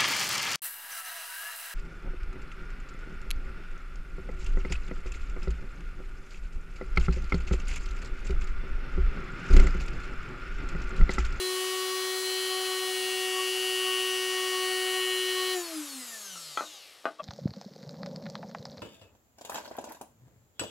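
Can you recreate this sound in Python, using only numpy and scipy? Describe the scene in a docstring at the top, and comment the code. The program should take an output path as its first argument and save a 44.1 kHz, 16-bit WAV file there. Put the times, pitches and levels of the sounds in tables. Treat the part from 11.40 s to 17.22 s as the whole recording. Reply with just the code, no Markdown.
"""A small dry workshop: a small rotary tool in a drill stand, close by, a little left of the microphone.
Its shaft whines at about 373 turns a second, sagging a little over a wooden block: partials of one shaft phase.
The motor buzzes with the mains, over hum, fan air and brush hiss; switched off, it coasts in a falling whirr.
Wood knocks on the workbench (ringing modes in a short room tail), and one brief scuff ends the scene."""
import sys
import numpy as np
from scipy import signal
from scipy.fft import rfft, irfft, next_fast_len
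from scipy.io import wavfile
from scipy.ndimage import uniform_filter1d, map_coordinates

SR = 44100
rng = np.random.default_rng(int(sys.argv[2]) if len(sys.argv) > 2 else 0)


def file_out(sig):
    """Save sig as 16-bit WAV at sys.argv[1]."""
    # one column per channel
    cols = np.atleast_2d(sig).T
    # limit, then scale
    lim = np.clip(cols, -1, 1)
    pcm = np.round(lim * 32767).astype(np.int16)
    wavfile.write(sys.argv[1], SR, pcm)


N = 256651
OFF_S, MAINS_HZ, TOP_HZ = 4.138, 60, 15750  # switch-off time, mains frequency, top of the band
FULL_SPEED = 373  # reference shaft speed, turns per s


def amp(db):
    """Decibels to gain."""
    return 10 ** (np.asarray(db) / 20)


def unit(x):
    """Scale to rms 1."""
    return x / np.sqrt(np.mean(x ** 2) + 1e-20)


def along(points, position):
    """Read (position, value) points on a logarithmic position axis."""
    where, value = np.transpose(points)
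    return np.interp(np.log(position + 1e-3), np.log(where), value)


def curves(rows):
    """One value per sample for each column after the time."""
    s, *columns = np.transpose(rows)
    t = np.arange(N) / SR
    return [np.interp(t, s, column) for column in columns]


def wobble(rate):
    """A smooth random curve, rate knots a second."""
    at = np.linspace(0, N, 4096)
    knots = rng.standard_normal(4096)
    curve = map_coordinates(knots, [at * rate / SR], mode="wrap")
    return np.interp(np.arange(N), at, curve)


def bell(x, centre, width):
    """A smooth bump of height 1."""
    return np.exp(-.5 * ((x - centre) / width) ** 2)


def filtered(x, response):
    """Multiply the spectrum of x by a response of frequency."""
    m = next_fast_len(N + SR // 2)
    hz = np.fft.rfftfreq(m, 1 / SR)
    return irfft(rfft(x, m) * response(hz), m)[..., :N]


def noise(spectrum):
    """Coloured noise of rms 1."""
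    white = rng.standard_normal(N)
    return unit(filtered(white, lambda hz: amp(along(spectrum, hz))))


def tone(phase):
    """A sine of rms 1 with a random start."""
    return np.sqrt(2) * np.sin(phase + rng.uniform(0, 2 * np.pi))


def rippled(x, depth_db, spacing_hz):
    """Many close resonances of the housing lift and notch the spectrum."""
    ripple_db = depth_db * rng.standard_normal(400)
    return filtered(x, lambda hz: amp(map_coordinates(ripple_db, [hz / spacing_hz], mode="wrap")))


def dying(speed, knee_hz, steep):
    """Gain that holds at high shaft speed and falls as a power of it below the knee."""
    return 1 / np.sqrt(1 + (knee_hz / speed) ** (2 * steep))


# Spectrum of the quiet workshop: (frequency [Hz], relative level [dB])
QUIET_SPECTRUM = [(30, -30), (70, -4), (200, -3.5), (550, 10), (1000, 1), (4000, 0), (15000, -28)]


def quiet(level_db=-61.5):
    """The quiet of the workshop around the microphone: steady coloured noise."""
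    return amp(level_db) * noise(QUIET_SPECTRUM)


# The shaft under power: (time [s], speed [turns per s])
POWERED_SPEED = [(0, 369.5), (.15, 372), (.35, 374.1), (.95, 374.6), (1.25, 374.2), (1.55, 373.5),
                 (1.7, 373.8), (1.9, 373.4), (2.9, 372.9), (3.35, 372.1), (3.5, 372.8), (3.8, 371.2)]


def shaft_speed(since_off, friction=183, drag_speed=520):
    """Turns per second; once off, friction [turns per s lost each s] and fan drag, equal to it at drag_speed."""
    powered, = curves(POWERED_SPEED)
    return drag_speed * np.tan(np.arctan(powered / drag_speed) - friction / drag_speed * since_off)


# Resonances of the stand that the unbalance shakes: (frequency [Hz], width [Hz], lift [dB])
STAND_RESONANCES = [(362.6, 14.1, 14.5), (305.7, 12.6, 17), (261, 9.5, 13), (180, 9, 12), (149, 12, 13)]


def hum(shaft, speed, surge, power, level_db=-46, db_per_decade=80, sideband=0.068, lower=0.15):
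    """Unbalance, once a turn: weaker as the shaft slows, swelling at each resonance of the stand."""
    lift_db = sum(db * bell(speed, hz, width) for hz, width, db in STAND_RESONANCES)
    speed_db = db_per_decade * np.log10(speed / FULL_SPEED)
    gain = amp(level_db + speed_db + lift_db + 0.22 * wobble(2.65))
    sidebands = tone(shaft + surge) + lower * tone(shaft - surge)
    return gain * (tone(shaft) + sideband * power * sidebands)


# Outline of the whine under power: (multiple of the shaft rate [-], relative level [dB])
WHINE_OUTLINE = [(4, -19), (7, -18), (14, -18), (19, -21), (30, -20), (33, -26), (38, -28), (42, -23)]
# Partials that stand above that outline: {multiple of the shaft rate [-]: lift [dB]}
PROUD_PARTIALS = {9: 5, 12: 5, 13: 4, 16: 4, 20: 2, 21: 2, 23: 3, 24: 4, 27: 6, 40: 3}
# Leading partials that swell and fade, before a common trim: (time [s], level [dB])
SECOND_PARTIAL = [(0.0, -66), (0.08, -54.5), (0.8, -54), (1.21, -48), (2.77, -52.5), (3.66, -46),
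                  (3.73, -56.5), (4.13, -49.5)]
THIRD_PARTIAL = [(0.0, -51), (0.15, -45.5), (0.52, -42.5), (0.99, -56), (1.13, -45.5), (1.43, -46.5),
                 (1.55, -62), (1.93, -49), (2.0, -38.5), (2.18, -66), (2.48, -42), (2.77, -50), (3.19, -39),
                 (3.34, -51.5), (3.58, -47), (3.92, -55.5), (4.0, -41.5), (4.13, -47.5)]
FIFTH_PARTIAL = [(0.0, -46), (1.4, -45), (2.01, -42.5), (2.17, -45.5), (2.38, -43.5), (3.59, -39.5),
                 (4.13, -42)]
ELEVENTH_PARTIAL = [(0.0, -41), (0.06, -37.5), (0.21, -49.5), (0.9, -40), (1.75, -46), (1.98, -61),
                    (2.07, -48.5), (2.58, -52.5), (4.13, -42)]


def whine(shaft, surge, level_db=-35, leading_db=1.77, follower_db=-6.0, wander_db=1.5,
          throb=0.35, swing=0.43, flutter=0.12):
    """Shaft partials; each torque surge shakes their strength and phase, which gives them mains sidebands."""
    tables = {2: SECOND_PARTIAL, 3: THIRD_PARTIAL, 5: FIFTH_PARTIAL, 11: ELEVENTH_PARTIAL}
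    leading = {k: leading_db + curves(rows)[0] for k, rows in tables.items()}
    leading[6] = leading[5] + follower_db  # the sixth swells with the fifth
    out = np.zeros(N)
    for k in range(2, 43):
        if k == 8:
            continue  # the eighth is the buzz
        if k in leading:
            db = leading[k]
        else:
            db = level_db + along(WHINE_OUTLINE, k) + PROUD_PARTIALS.get(k, 0) + wander_db * wobble(3.59)
        strength_lag, phase_lag = rng.uniform(0, 2 * np.pi, 2)
        shake = min(k / 12, 1)
        waver = 1 + (2.5 / k) ** 3  # the lowest partials waver most
        blur = .55 * (k / 30) ** 2 * wobble(70)  # bearing play smears the highest
        strength = 1 + throb * shake * np.cos(surge + strength_lag) + flutter * waver * wobble(35)
        phase = k * shaft + swing * shake * np.sin(surge + phase_lag) + blur
        out += amp(db) * strength * tone(phase)
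    return out


# Magnetic buzz of the armature: (time [s], level before trim [dB], centre before kink and limit [Hz])
ARMATURE_BUZZ = [(0.0, -40, 2750), (0.06, -45.5, 3070), (0.18, -37.5, 2970), (0.59, -41.5, 2900),
                 (0.65, -41.5, 3130), (0.84, -46, 2980), (0.87, -38, 3020), (1.08, -36, 3100),
                 (1.45, -38, 2940), (1.7, -35.5, 2810), (2.58, -30, 2860), (2.82, -34, 2850),
                 (3.36, -34.5, 2900), (3.69, -31.5, 2910), (4.13, -35.5, 3000)]


def buzz(shaft, surge, speed, level_db=-1.5, sharp=0.97, chirp=0.81, kink=0.34, slot_count=8):
    """The armature slots sing in a burst on each half wave of the mains, the pitch bending within the burst."""
    db, centre_hz = curves(ARMATURE_BUZZ)
    bend = np.clip((centre_hz - slot_count * speed) / (2 * MAINS_HZ), -2, 2)
    burst = unit(np.exp(sharp * np.cos(surge)))
    sway = bend * np.sin(surge) + chirp * np.cos(surge) + kink * np.sin(3 * surge)
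    return amp(db + level_db + 0.29 * wobble(40)) * burst * tone(slot_count * shaft + sway)


# Spectrum of the cooling air: (frequency [Hz], relative level [dB])
AIR_SPECTRUM = [(30, -55), (70, -35), (130, -32.5), (200, -27), (280, -16.5), (450, -12.5), (700, -8),
                (1250, 1), (1700, -3), (3000, -2.5), (4500, -8), (7000, -5.5), (15000, -51)]


def fan(speed, level_db=-43.5, db_per_decade=46):
    """Cooling air, falling with the shaft speed."""
    speed_db = db_per_decade * np.log10(speed / FULL_SPEED)
    return amp(level_db + speed_db + 0.62 * wobble(9.3)) * noise(AIR_SPECTRUM)


# Spectrum of the brush hiss: (frequency [Hz], relative level [dB])
HISS_SPECTRUM = [(1500, -19), (4000, 0), (5500, -4.5), (7500, -3.5), (10500, -1), (13000, -4),
                 (15700, -16.5)]


def brushes(shaft, speed, surge, power, level_db=-47.5, current_db=-0.2, knee_hz=115, steep=0.96,
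            per_turn=0.18, per_surge=0.092, dull_hz=6500, recur=0.21):
    """Brushes hiss harder each turn and surge, roughness recurring each turn; slowing dulls and fades them."""
    scrape = unit(np.exp(per_turn * np.cos(shaft) + per_surge * power * np.cos(surge)))
    hiss = rippled(noise(HISS_SPECTRUM), depth_db=1.8, spacing_hz=260)
    turn_ago = map_coordinates(hiss, [np.arange(N) - SR / speed])
    hiss = unit(hiss + recur * turn_ago)
    dull = filtered(hiss, lambda hz: 1 / (1 + (hz / dull_hz) ** 4))
    hiss = dull + np.minimum(speed / 220, 1) * (hiss - dull)
    gain = amp(level_db + current_db * power + 0.31 * wobble(4.8))
    return gain * dying(speed, knee_hz, steep) * scrape * hiss


# Comb of partials of the coasting rotor: (multiple of the shaft rate [-], relative level [dB])
COAST_COMB = [(2, -6), (6, -11), (14, -10), (22, -9), (30, -6), (42, -8), (56, -9), (80, -17)]
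# Slot and commutator partials that stand out as it slows:
# (multiple [-], lift [dB], speed where strongest [turns per s], spread [turns per s])
SLOT_PARTIALS = [(2, 7, 335, 50), (3, 11, 345, 16), (8, 12, 215, 75), (11, 14, 360, 7), (13, 12, 340, 18),
                 (16, 10, 280, 70), (20, 7, 260, 40), (21, 8, 200, 30), (32, 12.5, 170, 105),
                 (48, 10, 120, 70), (64, 10, 100, 50)]
# How well the housing radiates them: (frequency [Hz], relative level [dB])
HOUSING_RESPONSE = [(150, -35), (450, -8), (1000, -2), (2200, -5), (3100, -2), (4400, 0), (5500, -2.5),
                    (6300, 2), (7900, -1), (9300, -7), (11000, -1), (12300, -9), (15000, -16)]


def coast(shaft, speed, since_off, level_db=-44.0, knee_hz=125, steep=2.5, rise_s=0.024,
          jolt_db=13.5, jolt_s=0.083, flare_db=4.0):
    """Slots and commutator whirr on without current, loudest just after the cut, through housing resonances."""
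    lift_db = {k: db * bell(speed, best, spread) for k, db, best, spread in SLOT_PARTIALS}
    out = np.zeros(N)
    for k in np.arange(2, 81):
        blur = (k / 55) ** 2 * wobble(70) * speed / 200  # bearing play smears the high partials
        db = along(COAST_COMB, k) + lift_db.get(k, 0) + flare_db * wobble(16)
        out += amp(db) * tone(k * shaft + blur)
    out = rippled(out, depth_db=2.2, spacing_hz=130)
    out = filtered(out, lambda hz: amp(along(HOUSING_RESPONSE, hz)))
    local_power = np.abs(uniform_filter1d(out ** 2, size=SR // 8))
    steady = out / np.sqrt(local_power + 1e-12)
    rise = 1 - np.exp(-since_off / rise_s)
    jolt = amp(jolt_db * np.exp(-since_off / jolt_s))
    return amp(level_db) * rise * jolt * dying(speed, knee_hz, steep) * steady


def motor(jitter=0.000296, whine_t60=0.32, buzz_t60=0.095):
    """One shaft drives every layer; the switch cuts the ones that need current."""
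    t = np.arange(N) / SR
    since_off = np.maximum(t - OFF_S, 0)
    speed = shaft_speed(since_off) * (1 + jitter * wobble(14))
    shaft = 2 * np.pi * np.cumsum(speed) / SR  # phase of the turning shaft
    surge = 2 * np.pi * 2 * MAINS_HZ * t  # torque surges twice a mains cycle
    power = amp(-60 * since_off / buzz_t60)
    whine_fade = amp(-60 * since_off / whine_t60)
    out = hum(shaft, speed, surge, power)
    out += whine_fade * whine(shaft, surge)
    out += power * buzz(shaft, surge, speed)
    out += fan(speed)
    out += brushes(shaft, speed, surge, power)
    return out + coast(shaft, speed, since_off)


# Decay of the workshop: (frequency [Hz], t60 [s])
ROOM_DECAY = [(200, 0.19), (1200, 0.15), (4000, 0.15), (12000, 0.12)]


def workshop(x, wet_db):
    """Near walls answer after a few milliseconds; the treble dies first."""
    hz, t, z = signal.stft(rng.standard_normal(SR // 2), SR, nperseg=256)
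    decay = amp(-60 * t / along(ROOM_DECAY, hz)[:, None])
    tail = signal.istft(z * decay, SR, nperseg=256)[1]
    tail = np.pad(tail / np.linalg.norm(tail), (round(.006 * SR), 0))
    return x + amp(wet_db) * signal.fftconvolve(x, tail)[:len(x)]


def ring(modes, scatter_db, crack, crack_s=0.024):
    """One blow on a set of decaying modes, with a brief contact crack; peak 1."""
    t = np.arange(SR // 2) / SR
    x = np.zeros(len(t))
    for hz, db, t60 in modes:
        x += amp(db + scatter_db * rng.normal() - 60 * t / t60) * np.sin(2 * np.pi * hz * t)
    x += crack * amp(-60 * t / crack_s) * rng.standard_normal(len(t))
    return x / np.abs(x).max()


# Knocks, levels before filters and room: (time [s], bench level [dB], block level [dB], brightness [Hz])
WOOD_KNOCKS = [(4.958, -51, -37, 5900), (5.174, -32, -15.5, 4000), (5.208, -15.5, -41, 1790),
               (5.344, -42, -63, 1200), (5.644, -31, -55, 1200), (5.655, -10.5, -27, 2960)]
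# Modes of the workbench: (frequency [Hz], relative level before scatter [dB], t60 [s])
BENCH_MODES = [(309, -13, 0.4), (421, -6, 0.076), (562, -11, 0.051), (683, 10.5, 0.038), (823, 1, 0.068),
               (903, 1.5, 0.076), (1130, 7, 0.014), (1227, 11, 0.041), (1473, 5, 0.042), (1820, -2, 0.033),
               (2110, -19, 0.081), (2510, -3, 0.042), (2870, 1, 0.02), (3950, -28, .04)]
# Modes of the wooden block: (frequency [Hz], relative level before scatter [dB], t60 [s])
BLOCK_MODES = [(850, -10, 0.061), (1075, -10, 0.046), (1330, 3, 0.054), (1356, -7, 0.085),
               (1980, -5.5, 0.024), (2390, -6.5, 0.025), (3240, -3, 0.028)]


def knocks():
    """Each contact rings bench and block; soft contacts are duller."""
    out = np.zeros(N + SR)
    small_parts = signal.butter(4, 270, "high", fs=SR, output="sos")  # they radiate little bass
    for s, bench_db, block_db, bright_hz in WOOD_KNOCKS:
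        bench = amp(bench_db) * ring(BENCH_MODES, scatter_db=2.5, crack=1.8)
        block = amp(block_db) * ring(BLOCK_MODES, scatter_db=3, crack=0.75)
        softness = signal.butter(2, min(bright_hz, SR / 4), fs=SR, output="sos")
        blow = signal.sosfilt(softness, bench + block)
        blow = signal.sosfilt(small_parts, blow)
        out[round(s * SR):][:len(blow)] += workshop(blow, wet_db=-4)
    return out[:N]


# A short scuff of wood on the bench: (time [s], level [dB])
SCUFF_LEVEL = [(5.785, -75), (5.79, -50), (5.795, -45), (5.797, -34.5), (5.805, -36), (5.812, -43),
               (5.82, -43)]
# Its resonances: (frequency [Hz], relative level [dB], t60 [s])
SCUFF_RESONANCES = [(630, 0, .09), (1152, -4, .1), (2643, -14, .08), (3316, -20, .06)]


def scuff(soft_hz=4000):
    """Brief, soft friction drives a few wood resonances."""
    t = np.arange(SR // 4) / SR
    rubbing = np.zeros(N)
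    for hz, db, t60 in SCUFF_RESONANCES:
        response = amp(-60 * t / t60) * np.cos(2 * np.pi * hz * t)
        driven = signal.fftconvolve(rng.standard_normal(N), response)[:N]
        rubbing += amp(db) * unit(driven)
    rubbing = signal.lfilter(*signal.butter(3, soft_hz, fs=SR), rubbing)
    return amp(curves(SCUFF_LEVEL)[0]) * unit(rubbing)


# Stereo lean at the microphone: (frequency [Hz], left minus right [dB])
STEREO_LEAN = [(60, -1), (200, 3), (380, 3.0), (2380, 3.0), (4400, 2.5), (8120, 2.5), (15000, 0.1)]


def scene():
    """Everything is close together, a little left of the microphone."""
    mono = quiet() + motor() + knocks() + scuff()
    return filtered(mono, lambda hz: amp(np.outer([.5, -.5], along(STEREO_LEAN, hz))))


def record(dry):
    """Nothing is kept at or above the top of the band."""
    return filtered(dry, lambda hz: hz < TOP_HZ)


dry = scene()
out = record(dry)
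file_out(out)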